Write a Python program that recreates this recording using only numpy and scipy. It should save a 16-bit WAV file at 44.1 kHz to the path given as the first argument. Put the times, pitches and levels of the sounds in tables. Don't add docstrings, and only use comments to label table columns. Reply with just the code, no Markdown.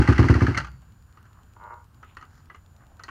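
import sys
import numpy as np
from scipy import signal
from scipy.fft import rfft, irfft, next_fast_len
from scipy.io import wavfile
from scipy.ndimage import uniform_filter1d

SR = 44100
rng = np.random.default_rng(int(sys.argv[2]) if len(sys.argv) > 2 else 0)


def materialize(psi):
    bounded = np.clip(np.atleast_2d(psi).T, -1, 1)
    quanta = np.round(bounded * 32767).astype(np.int16)
    wavfile.write(sys.argv[1], SR, quanta)


N = 136710
LEAD = SR // 10
TIME = np.arange(-LEAD, N) / SR


def amp(db):
    return 10 ** (np.asarray(db) / 20)


def unit(x):
    return x / np.sqrt(np.mean(x ** 2) + 1e-20)


def colour(points, hz):
    f, db = np.transpose(points)
    inside = amp(np.interp(np.log(hz + 1), np.log(f + 1), db))
    return inside * np.minimum(1, hz / f[0]) ** 2 * np.minimum(1, f[-1] / (hz + 1)) ** 4


def filtered(x, response):
    m = next_fast_len(len(x) + SR // 4)
    return irfft(rfft(x, m) * response(np.fft.rfftfreq(m, 1 / SR)), m)[:len(x)]


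def resonances(modes, f):
    return sum((-1) ** k * amp(db) * 1j * f * width / (hz * hz - f * f + 1j * f * width)
               for k, (hz, width, db) in enumerate(modes))


def hump(f, centre_hz, octaves):
    return np.exp(-.5 * (np.log2((f + 1) / centre_hz) / octaves) ** 2)


def noise(response):
    return unit(filtered(rng.standard_normal(len(TIME)), response))


def coloured_noise(points):
    return noise(lambda f: colour(points, f))


def steadied(x, size):
    return x / np.sqrt(np.abs(uniform_filter1d(x * x, size)) + 1e-9)


def burst(start_s, rise_s, t60_s):
    t = np.maximum(TIME - start_s, 0)
    return (1 - np.exp(-t / rise_s)) * amp(-60 * t / t60_s)


def tone(start_s, hz, rise_s, t60_s):
    return burst(start_s, rise_s, t60_s) * np.sin(2 * np.pi * hz * (TIME - start_s))


def yard(x, t60_s):
    t = np.arange(SR) / SR
    tail = rng.standard_normal(SR) * amp(-60 * t / t60_s) * (1 - np.exp(-t / .0092))
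    return signal.fftconvolve(x, tail / np.linalg.norm(tail))[:len(x)]


# freq_hz, level_db
RUMBLE = [(15, -28), (25, -10.5), (87, 1), (168, -14), (222, -16), (345, -25), (629, -30.5), (816, -28),
          (884, -28.5), (1290, -26), (1550, -26.5), (1820, -34), (2180, -39.5), (3000, -38), (3900, -49.5),
          (6600, -120)]
HISS = [(2200, -10.5), (4200, 5.5), (5200, 3.5), (8000, 0), (11500, 0), (13300, -0.5), (14050, 6),
        (14700, 0), (15800, -3)]
def outdoor_air():
    return amp(-53) * steadied(coloured_noise(RUMBLE), size=8000) + amp(-75) * coloured_noise(HISS)


# start_s, stop_s
WHINE_PAUSES = [(1.19, 1.25), (1.85, 1.94), (2.47, 2.53)]
# freq_hz, level_db
TICK = [(1500, -17), (2800, -1.5), (3500, -5.5), (4300, -3.5), (5500, -11.5), (7500, -7.5), (9000, -18),
        (15000, -15)]
def electrics(whine_hz=7020, width_hz=70, tick_period_s=.1024, tick_t60_s=.015):
    paused = sum((TIME > start) & (TIME < stop) for start, stop in WHINE_PAUSES)
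    running = uniform_filter1d(1. - paused, size=1800)
    whine = steadied(noise(lambda f: np.exp(-.5 * ((f - whine_hz) / width_hz) ** 2)), size=400)
    since_tick = (TIME - .7165) % tick_period_s
    ticks = amp(-58.5 - 60 * since_tick / tick_t60_s) * coloured_noise(TICK)
    return amp(-76) * running * whine + ticks


def pips(pitch_hz=10300, spread_hz=150, gap_s=.07, half_s=.006):
    times = np.cumsum(gap_s * (.5 + rng.random(size=50)))
    pitches = rng.normal(pitch_hz, spread_hz, len(times))
    nearest = np.searchsorted((times[1:] + times[:-1]) / 2, TIME)
    t = TIME - times[nearest]
    return amp(-77.5) * np.exp(-(t / half_s) ** 2) * np.sin(2 * np.pi * pitches[nearest] * t)


# peak_s, half_length_s, level_db, centre_hz
RUSTLES = [(1.394, 0.045, -59.5, 1070), (1.22, 0.17, -66.5, 1240), (2.156, 0.27, -65, 950),
           (2.36, .06, -70, 4900), (2.1, .04, -63.5, 2520), (2.35, 0.075, -62, 1380),
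           (2.82, 0.034, -62, 1330), (2.93, 0.26, -65.5, 740)]
def rustles():
    grain = unit(amp(4 * noise(lambda f: f < 300)))
    return grain * sum(amp(db) * np.exp(-((TIME - s) / half) ** 2) * noise(lambda f: hump(f, hz, .39))
                       for s, half, db, hz in RUSTLES)


# time_s, level_db, slip_rate_hz
CREAK = [(1.565, -45.5, 27.9), (1.594, -46, 28), (1.599, -43, 70), (1.626, -43, 120), (1.657, -39.5, 105),
         (1.681, -39, 85), (1.696, -48, 110), (1.703, -36.5, 120), (1.736, -36.5, 122), (1.747, -50, 115),
         (1.81, -49.5, 70), (1.84, -68, 50)]
# pitch_hz, width_hz, level_db
CREAK_MODES = [(360, 28, -14.5), (488, 25, -11), (600, 30, -11), (842, 65, -3.5), (946.5, 37, 3.5),
               (1102, 67, -1), (1192, 93, -7), (1427, 35, -1), (2146, 93, -19), (2180, 53, -30),
               (2830, 250, -24)]
def creak(spread_db=1.5, scatter_s=.0004, snap_db=-12.5, echo_db=-7.5):
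    s, db, rate = np.transpose(CREAK)
    slip_count = np.cumsum(np.interp(TIME, s, rate, left=0, right=0)) / SR
    times = TIME[1:][np.diff(np.ceil(slip_count)) > 0]
    size_jitter, time_jitter = rng.standard_normal((len(times), 2)).T
    sizes = amp(np.interp(times, s, db) + spread_db * size_jitter)
    slips = np.bincount(np.searchsorted(TIME, times + scatter_s * time_jitter), sizes, len(TIME))
    ring = lambda f: resonances(CREAK_MODES, f) / (1 + (f / 2400) ** 8)
    rub = amp(41) * filtered(slips, lambda f: ring(f) + amp(snap_db) * hump(f, 1040, octaves=.43))
    return rub + amp(echo_db) * yard(rub, t60_s=.25)


# freq_hz, level_db
METAL_TREBLE = [(3000, -30), (3700, -11), (4300, 6.5), (5000, -6.5), (6100, -0.5), (7000, -10.5),
                (7700, -16.5), (8700, -12.5), (10500, -26.5), (15500, -38)]
def metal_treble():
    return coloured_noise(METAL_TREBLE)


# start_s, level_db, pitch_hz, second_pitch_hz, treble_db
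KNOCKS = [(.823, -50, 775, 620, -22), (1.172, -41, 1240, 1950, -19.5), (1.254, -46, 1530, 1250, -14),
          (2.029, -33.5, 1466, 1263, -22.5), (2.1688, -30, 1383, 1827, -13),
          (2.211, -39.5, 1260, 1920, -12), (2.226, -34.5, 1240, 1475, -20.5),
          (2.499, -33.5, 1976, 1665, -25), (2.546, -36.5, 1197, 2075, -17), (2.995, -34, 1282, 1510, -17),
          (3.036, -34, 1900, 1540, 1.5), (3.082, -28.5, 1530, 1280, -27), (3.088, -29, 1140, 1850, -18)]
# freq_hz, level_db
FRAME = [(380, -4.5), (520, -10), (700, -12.5), (950, -3.5), (1230, 2.5), (1400, -1), (1550, -4),
         (1750, -9.5), (2000, -5.5), (2400, -17), (2900, -10.5), (3600, -28.5), (5000, -57)]
def knocks():
    out, click = np.zeros(len(TIME)), metal_treble()
    for s, db, hz, second_hz, treble_db in KNOCKS:
        clonk = steadied(coloured_noise(FRAME), size=220)
        out += amp(db - 3) * tone(s, hz, rise_s=.001, t60_s=.042)
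        out += amp(db - 8.5) * tone(s, second_hz, rise_s=.00084, t60_s=.042)
        out += amp(db - 10.5) * burst(s, rise_s=.00028, t60_s=.11) * clonk
        out += amp(db + treble_db - 6) * burst(s, rise_s=.000094, t60_s=.034) * click
    return out


# pitch_hz, level_db, t60_s
STEEL = [(4538, -4, .62), (4790, 0, .37), (6142, -7, .3), (6788, -11, .4)]
# pitch_hz, width_hz, level_db
JOLT = [(84, 23, -6), (150, 39, -5), (274, 35, -10), (430, 85, -35)]
def stall(start_s=.575):
    blow = np.bincount([np.searchsorted(TIME, start_s)], [amp(30.5)], len(TIME))
    ring = sum(amp(db - 52.5) * burst(start_s, .00096, t60_s) * np.sin(2 * np.pi * hz * TIME)
               for hz, db, t60_s in STEEL)
    return ring + filtered(blow, lambda f: resonances(JOLT, f) / (1 + (f / 900) ** 2))


# time_s, level_db
WHIRR_LEVEL = [(0, -32.5), (.3, -34.5), (.5, -37), (.56, -39.5), (.6, -45.5), (.635, -45), (.69, -68),
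               (.73, -60.5), (.85, -88)]
# freq_hz, level_db
WHIRR_COLOUR = [(300, 8.5), (450, -8.5), (620, -11), (840, -0.5), (1050, -9), (1360, 1), (1850, -5),
                (2100, -3), (2450, -12.5), (2750, -9.5), (3600, -24.5), (4400, -18), (6100, -24),
                (7700, -33.5), (8700, -35.5), (11000, -42.5), (15500, -67)]
def gears():
    level = amp(np.interp(TIME, *np.transpose(WHIRR_LEVEL), left=-120, right=-120))
    grit = unit(amp(2.26 * noise(lambda f: f < 250)))
    return level * grit * coloured_noise(WHIRR_COLOUR)


# start_s, level_db, treble_db, pitch_hz
CLACKS = [(.0208, -21.5, -16, 1524), (.0753, -15, -16.5, 1968), (0.1236, -17.5, -17, 1575),
          (.18, -14.5, -17, 1974), (0.228, -18, -19, 1637), (0.2849, -15, -19.5, 1983),
          (0.3401, -19, -15.5, 1920), (0.407, -18.5, -20, 1720), (0.4669, -16, -19, 1700),
          (.546, -19.5, -20.5, 2114), (0.5681, -21, -26, 1840), (0.5742, -17, -7, 1975),
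          (0.5818, -20, -18, 1385), (0.6003, -22.5, -19, 1380), (0.6456, -29.5, -14.5, 1230),
          (0.6683, -33.5, -17, 1444), (0.681, -41, -24, 1380)]
# freq_hz, level_db
CRANKCASE = [(400, -20.5), (700, -18), (900, -7.5), (1050, -17), (1215, 4.5), (1300, -4.5), (1390, 0.5),
             (1480, -3.5), (1570, -2), (1700, -10.5), (1980, -9.5), (2400, -19), (2750, -15.5),
             (3150, -17.5), (3600, -29.5)]
def clacks(case_hz=1213.5):
    case = steadied(coloured_noise(CRANKCASE), size=220)
    out, click = np.zeros(len(TIME)), metal_treble()
    for s, db, treble_db, ping_hz in CLACKS:
        out += amp(db - 1.5) * tone(s, ping_hz, rise_s=.00066, t60_s=.036)
        out += amp(db - 9.5) * tone(s, case_hz, rise_s=.0088, t60_s=.1)
        out += amp(db - 4.5) * burst(s, rise_s=.0024, t60_s=.058) * case
        out += amp(db + treble_db - 4.5) * burst(s, rise_s=.00041, t60_s=.047) * click
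    return out


# start_s, level_db
STROKES = [(-.0158, 4), (0.0876, 2.5), (0.1922, 2.5), (0.2418, -3.5), (0.2985, 2), (0.3535, -4.5),
           (0.419, -0.94), (0.483, -5.5)]
# pitch_hz, width_hz, level_db
SILENCER = [(67.2, 6.2, 3.5), (111, 18.2, 6), (162, 5.4, -19), (212.4, 25.6, -10), (237.2, 12.3, -9.5),
            (261.6, 15, -2.5), (300, 54, -12.5), (318.5, 24, -14), (365.3, 16, -10.5), (407, 44, -19),
            (500, 140, -27.5)]
# delay_s, gain
WALLS = [(0.0119, 0.3), (0.0245, 0.35)]
# freq_hz, level_db
GAS = [(150, 1), (330, 16), (450, 1.5), (620, -3), (850, 6.5), (1300, 5), (2000, 0), (2800, -10),
       (3600, -20.5), (4400, -11), (6300, -19.5), (8000, -31), (11000, -35.5), (15500, -39)]
BOOM = [(45, -15.5), (62, 6.5), (80, -5), (130, 1.5), (170, -10), (260, -29.5), (400, -40)]
def exhaust(pipe_top_hz=830, bark_hz=333.2, bark_delay_s=.0309, bark_half_s=.0065):
    puffs, bark, gas, boom = np.zeros((4, len(TIME)))
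    for s, db in STROKES:
        t = TIME - s
        edge_hz = 1330 * 2 ** (-.42 * db)
        push = (t >= 0) * np.exp(-2 * np.pi * edge_hz * np.maximum(t, 0))
        puffs += amp(db + 41.5) * push / push.sum()
        late_swell = np.exp(-((t - bark_delay_s) / bark_half_s) ** 2)
        bark += amp(db - 20) * late_swell * np.sin(2 * np.pi * bark_hz * t)
        gas += amp(db - 23.5) * burst(s, rise_s=.0006, t60_s=.14)
        boom += amp(db - 33) * burst(s, rise_s=.05, t60_s=.9)
    walls = lambda f: 1 + sum(gain * np.exp(-2j * np.pi * f * delay) for delay, gain in WALLS)
    low_cut = signal.butter(2, 1, 'high', analog=True)
    tailpipe = lambda f: signal.freqs(*low_cut, f / 60)[1] / (1 + (f / pipe_top_hz) ** 2)
    thump = filtered(puffs, lambda f: resonances(SILENCER, f) * walls(f) * tailpipe(f))
    gas *= coloured_noise(GAS)
    boom *= steadied(coloured_noise(BOOM), size=2000)
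    return thump + bark + gas + boom


def scene():
    metal = clacks() + gears() + stall() + knocks() + creak()
    foreground = exhaust() + metal + amp(-13) * yard(metal, t60_s=.15) + rustles()
    background = outdoor_air() + electrics() + pips()
    return (foreground + background)[None, LEAD:]


def record(dry):
    return np.array([filtered(channel, lambda f: f < 15800) for channel in dry])


dry = scene()
out = record(dry)
materialize(out)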